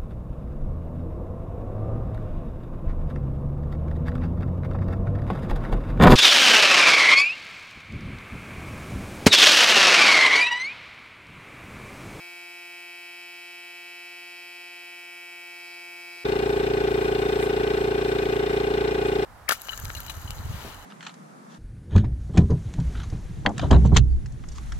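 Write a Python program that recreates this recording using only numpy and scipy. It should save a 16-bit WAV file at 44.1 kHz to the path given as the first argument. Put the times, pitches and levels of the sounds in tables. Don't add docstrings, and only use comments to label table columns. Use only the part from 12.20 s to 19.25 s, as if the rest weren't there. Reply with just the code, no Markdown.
import sys
import numpy as np
from scipy.fft import rfft, irfft, next_fast_len
from scipy.io import wavfile
from scipy.ndimage import map_coordinates

SR = 44100
rng = np.random.default_rng(int(sys.argv[2]) if len(sys.argv) > 2 else 0)


def generate_wav(signal):
    frames = np.transpose(np.atleast_2d(signal))
    scaled = np.clip(frames, -1, 1) * 32767
    pcm = np.round(scaled).astype(np.int16)
    wavfile.write(sys.argv[1], SR, pcm)


N = 310905

CUT = 4.042
STROKE_HZ = 28.95
HASTE = 6


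def amp(db):
    return 10 ** (np.asarray(db) / 20)


def unit(x):
    return x / np.sqrt(np.mean(x ** 2) + 1e-20)


def clock():
    return np.arange(N) / SR


def along(points, hz):
    f, v = np.transpose(points)
    return np.interp(np.log(hz + 1), np.log(f + 1), v)


def curves(rows):
    s, *cols = np.transpose(rows)
    return [np.interp(clock(), s, c) for c in cols]


def wobble(rate):
    knots = rng.standard_normal(int(N * rate / SR) + 4)
    return map_coordinates(knots, [clock() * rate])


def filtered(x, response):
    m = next_fast_len(N + SR // 2)
    spectrum = rfft(x, m) * response(np.fft.rfftfreq(m, 1 / SR))
    return irfft(spectrum, m)[..., :N]


def bell(f, hz, octaves):
    return np.exp(-.5 * (np.log2((f + 1) / hz) / octaves) ** 2)


def band(hz, octaves):
    return unit(filtered(rng.standard_normal((2, N)), lambda f: bell(f, hz, octaves)))


def placed(x, balance, lag_ms):
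    side = np.array([[.5], [-.5]])

    def at_microphones(hz):
        delay = np.exp(2j * np.pi * hz * side * lag_ms / 10 ** 3)
        return amp(side * along(balance, hz)) * delay
    return filtered(x, at_microphones)


def hum(hz, db):
    return amp(db) * np.sqrt(2) * np.sin(2 * np.pi * hz * clock())


def steps():
    # landing in seconds, level in dB.
    footfalls = [(.91, -64), (1.015, -65), (1.52, -67), (2.624, -57), (2.84, -64)]
    t60_s = .13
    t = clock()
    taps = sum((t > s) * amp(db - 60 * np.abs(t - s) / t60_s) for s, db in footfalls)
    return band(hz=800, octaves=0.79) * taps


def scuffs():
    # peak in seconds, length in s, centre in Hz, width in octaves, level in dB.
    rubs = [(3.53, .15, 4700, .25, -68), (3.973, .022, 380, .3, -61), (5.218, .017, 1850, .25, -38.5)]
    t = clock()
    out = np.zeros((2, N))
    for s, length, hz, octaves, db in rubs:
        out += amp(db) * band(hz, octaves) * np.exp(-2 * ((t - s) / length) ** 2)
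    return out


def air_leak():
    # frequency in Hz, relative level in dB.
    air_colour = [(500, -8), (4000, 13), (6500, 4.5), (8300, 9), (10000, 1), (13000, 4.5), (15500, -2)]
    # time in seconds, level in dB.
    leak_levels = [(4.1, -50), (4.35, -49), (4.58, -51), (4.85, -48.5), (5.55, -50), (6.05, -49.5),
                   (6.6, -51.5), (7, -50)]
    # peak in seconds, length in s, level in dB.
    puffs = [(5.232, 0.043, -46.5), (6.875, .018, -50)]
    noise = rng.standard_normal((3, N))
    nearly_mono = noise[0] + 0.045 * noise[1:]
    hiss = unit(filtered(nearly_mono, lambda hz: amp(along(air_colour, hz))))
    level_db, = curves(leak_levels)
    spurts = sum(amp(db) * np.exp(-2 * ((clock() - s) / length) ** 2) for s, length, db in puffs)
    spurts = spurts * band(hz=8700, octaves=0.41)[0]
    hiss = amp(level_db + 0.68 * wobble(24)) * hiss
    return placed(hiss + spurts, [(8000, 0)], lag_ms=-0.2447)


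def rattle(turns, pace):
    # frequency in Hz at true pace, share of the power from 0 to 1.
    repeats = [(400, .25), (850, .28), (1100, .62), (1600, .58), (2500, .38), (4000, .2), (7000, .08)]
    size = round(2 * SR / STROKE_HZ / pace)
    place = turns / 2 % 1 * size
    patterns = rng.standard_normal((3, size))
    same = np.array([map_coordinates(row, [place], mode="grid-wrap") for row in patterns])
    fresh = rng.standard_normal((3, N))

    def share(hz):
        return np.clip(along(repeats, hz / pace), 0, 1)
    same = filtered(same, lambda hz: np.sqrt(share(hz)))
    return same + filtered(fresh, lambda hz: np.sqrt(1 - share(hz)))


def swell(turns):
    start, attack, hold, release = 0.862, 0.048, 0.32, 0.26
    corners = np.cumsum([0, attack, hold, release])
    return 6.5 * np.interp((turns - start) % 1, corners, [0, 1, 1, 0])


def clatter(turns, pace, spectrum, apart, throb, ringing):
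    # frequency in Hz at true pace, width in Hz, gain in dB.
    casing = [(980, 64, -3), (1080, 130, 3), (1408, 102, -18), (1523, 83, 6), (1860, 80, -14),
              (1941, 30, 5.5), (2057, 33, 5.5), (2470, 47, 11), (2804, 34, 10.5), (3640, 42, 12.5),
              (3830, 88, -22), (4160, 160, 8), (5420, 210, 13)]
    noise = rattle(turns, pace)
    pair = (noise[0] + apart * noise[1:]) * amp(throb * swell(turns))

    def ring(f):
        total = 1
        for centre, width, db in casing:
            resonance = 1j * f * width / (centre * centre - f * f + 1j * f * width)
            total = total + (amp(ringing * db) - 1) * resonance
        return total
    return unit(filtered(pair, lambda hz: amp(along(spectrum, hz)) * ring(hz / pace)))


def ticks(turns, scatter_db, scatter_share):
    # point in the turn, decay to 1/e as
    # a share of the turn, centre in Hz, mean level in dB.
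    slaps = [(-.01, .13, 3600, -36), (.175, .1, 3200, -35.5), (.02, .12, 2200, -38), (-.03, .1, 1300, -35)]
    out, noise = np.zeros((2, N)), rattle(turns, 1)
    for cylinder, (point, decay, hz, db) in zip(np.arange(len(slaps)) % 2, slaps):
        cycle = np.floor((turns - cylinder) / 2 + 1 / 4).astype(int)
        draws = rng.standard_normal((cycle[-1] - cycle[0] + 1, 2))
        size, slip = draws[cycle - cycle[0]].T
        since = turns - 2 * cycle - cylinder - point - scatter_share * slip
        envelope = (since > 0) * np.exp(-np.abs(since / decay))
        metal = unit(filtered(noise[0] + noise[1:], lambda f: bell(f, hz, octaves=0.27)))
        out += envelope * amp(db + scatter_db * size) * metal
    return out


def flutter(turns, levels, drift_db, top_drift_db, bright_db, count=20):
    wall_echoes = [(.59, .129), (.43, .171), (.6, .228)]
    open_share, flaps = .417, 6
    grows_db = 6.3
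    reed_stop = .72
    gulp, gulp_rise = 1.04, .053
    u = np.linspace(0, 1, 2 ** 11, endpoint=False) / open_share
    swing = np.sin(2 * np.pi * flaps * u) * amp(grows_db * (u - 2)) * (u < 1)
    rise = u * open_share / gulp_rise
    suction = gulp * rise * np.exp(1 - rise)
    orders = np.arange(1, len(levels) + 1)
    burst = rfft(np.maximum(swing, -reed_stop) - suction)[orders]
    echoes = sum(gain * np.exp(-2j * np.pi * orders * delay) for gain, delay in wall_echoes)
    phases = np.angle(burst * (1 + echoes))
    crank = (2 * np.pi * (turns % 1)).astype(np.float32)
    progress = np.linspace(0, count - 1, N)
    out = np.zeros(N)
    for k, ((_, db), phase) in enumerate(zip(levels, phases), 1):
        height = (k / len(levels)) ** 2
        drift = (drift_db + top_drift_db * height ** 2) * rng.standard_normal(count)
        strength = np.interp(progress, np.arange(count), amp(db + bright_db * height + drift))
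        out += strength * np.cos(k * crank + float(phase))
    return np.sqrt(2) * out


def whine():
    # time in seconds, strokes a second.
    stroke_rates = [(0, 174.68), (2.35, 175.56), (4, 174.4)]
    # time in seconds, gain in dB.
    treble = [(0, -0.5), (.5, -2.5), (1.45, -0.5), (2.6, -0.5), (2.9, -5), (3.2, -4), (3.53, 2), (3.7, -3),
              (4, 2.5)]
    # multiple of the stroke rate, relative level in dB.
    tones = [(1, -33), (2, -10), (3, -25), (4, -13), (5, -15), (6, -19), (7, -23), (8, -13), (9, -14),
             (10, -14), (11, -6), (12, -16), (13, 0), (14, -3.5), (15, 0), (16, -16), (17, -9), (18, -9.5),
             (19, -15), (20, -40), (21, -24), (22, -19), (23, -16), (24, -23), (25, -17), (26, -18),
             (27, -20), (28, -21), (29, -14), (30, -29), (31, -28)]
    # frequency in Hz, gain in dB.
    near_colour = [(1600, 1.5), (1925, -1.5), (2275, 3), (2450, 0), (2630, -1.5), (2980, -23), (3150, -1),
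                   (3700, -2), (5080, 0), (5430, -17)]
    # frequency in Hz, relative level in dB.
    fizz_colour = [(100, -124), (200, -114), (350, -99), (600, -104), (1200, -106.5), (1800, -100),
                   (2400, -90.5), (3100, -91.5), (3380, -99), (3550, -111), (3750, -100), (4200, -99.5),
                   (5200, -93), (6000, -100.5), (9500, -96.5), (12000, -100.5), (15000, -102.5)]
    # frequency in Hz, difference in dB.
    balance = [(400, -1.5), (1300, -1), (2400, 0.9), (4400, 1), (8000, 4)]
    away_s, away_half_s = 1.8, 1.74
    first_turn = .462
    rate, = curves(stroke_rates)
    treble_db, = curves(treble)
    near = 1 - np.exp(-np.square(((clock() - away_s) / away_half_s) ** 2))
    turns = np.cumsum(rate) / SR - first_turn + .0003 * wobble(60)
    tone = flutter(turns, tones, drift_db=.5, top_drift_db=1.5, bright_db=3)
    tone = tone * amp(-49 + 0.14 * wobble(83))
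    near_tone = filtered(tone, lambda hz: amp(along(near_colour, hz)))
    tone = (1 - near) * tone + near * near_tone
    uneven_turns = turns + .001 * wobble(40)
    fizz = clatter(uneven_turns, HASTE, fizz_colour, apart=1.7, throb=0.76, ringing=0.27)
    buzz = tone + amp(-52.5 + 1.5 * near) * fizz
    top = filtered(buzz, lambda f: bell(f, hz=4470, octaves=0.19))
    buzz = buzz + (amp(treble_db) - 1) * top
    return placed(buzz + hum(hz=720.3, db=-71), balance, lag_ms=0.055)


def drone():
    # multiple of the stroke rate, relative level in dB.
    tones = [(1, -32), (2, -12), (3, -23), (4, -15), (5, -14), (6, -21), (7, -21), (8, -17), (9, -15),
             (10, -18), (11, -11), (12, -21), (13, -3), (14, 0), (15, -2), (16, -15), (17, -16.5),
             (18, -15), (19, -18), (20, -27), (21, -34), (22, -25), (23, -18), (24, -25), (25, -19),
             (26, -16), (27, -20), (28, -22), (29, -20), (30, -31), (31, -23), (32, -26), (33, -38),
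             (34, -40), (35, -38), (36, -27)]
    # frequency in Hz, relative level in dB.
    clatter_colour = [(20, -87), (60, -62.5), (280, -70), (400, -48), (600, -72), (780, -57), (980, -66),
                      (1400, -60.5), (2200, -65.5), (3300, -72), (4200, -78), (4700, -82.5), (6500, -88),
                      (15000, -108)]
    # frequency in Hz, difference in dB.
    balance = [(200, -2), (400, 0.5), (700, 1.5), (1300, 6.5), (2400, 3), (4400, 3.5), (8000, -0.5)]
    first_stroke_s = 4.0529
    turns = (clock() - first_stroke_s) * STROKE_HZ + .001 * wobble(2) + .0005 * wobble(29)
    tone = flutter(turns, tones, drift_db=.5, top_drift_db=1, bright_db=2)
    tone = tone * amp(.25 * wobble(29))
    valves = clatter(turns, 1, clatter_colour, apart=1.2, throb=1.05, ringing=1)
    valves = valves * amp(.6 * wobble(29))
    reeds = ticks(turns, scatter_db=1.8, scatter_share=.008)
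    motor = hum(hz=120.06, db=-53)
    machine = amp(-28) * tone + amp(-33.0) * valves + reeds + motor
    return placed(machine, balance, lag_ms=0.3)


def scene():
    true_pace = np.clip((clock() - CUT) / 0.012, 0, 1)
    hastened = np.clip((CUT - clock()) / 0.0011, 0, 1)
    compressor = hastened * whine() + true_pace * (drone() + air_leak())
    return compressor + scuffs() + steps()


def record(dry):
    top_hz = 15720
    return filtered(dry, lambda hz: hz < top_hz)


dry = scene()
out = record(dry)
generate_wav(out)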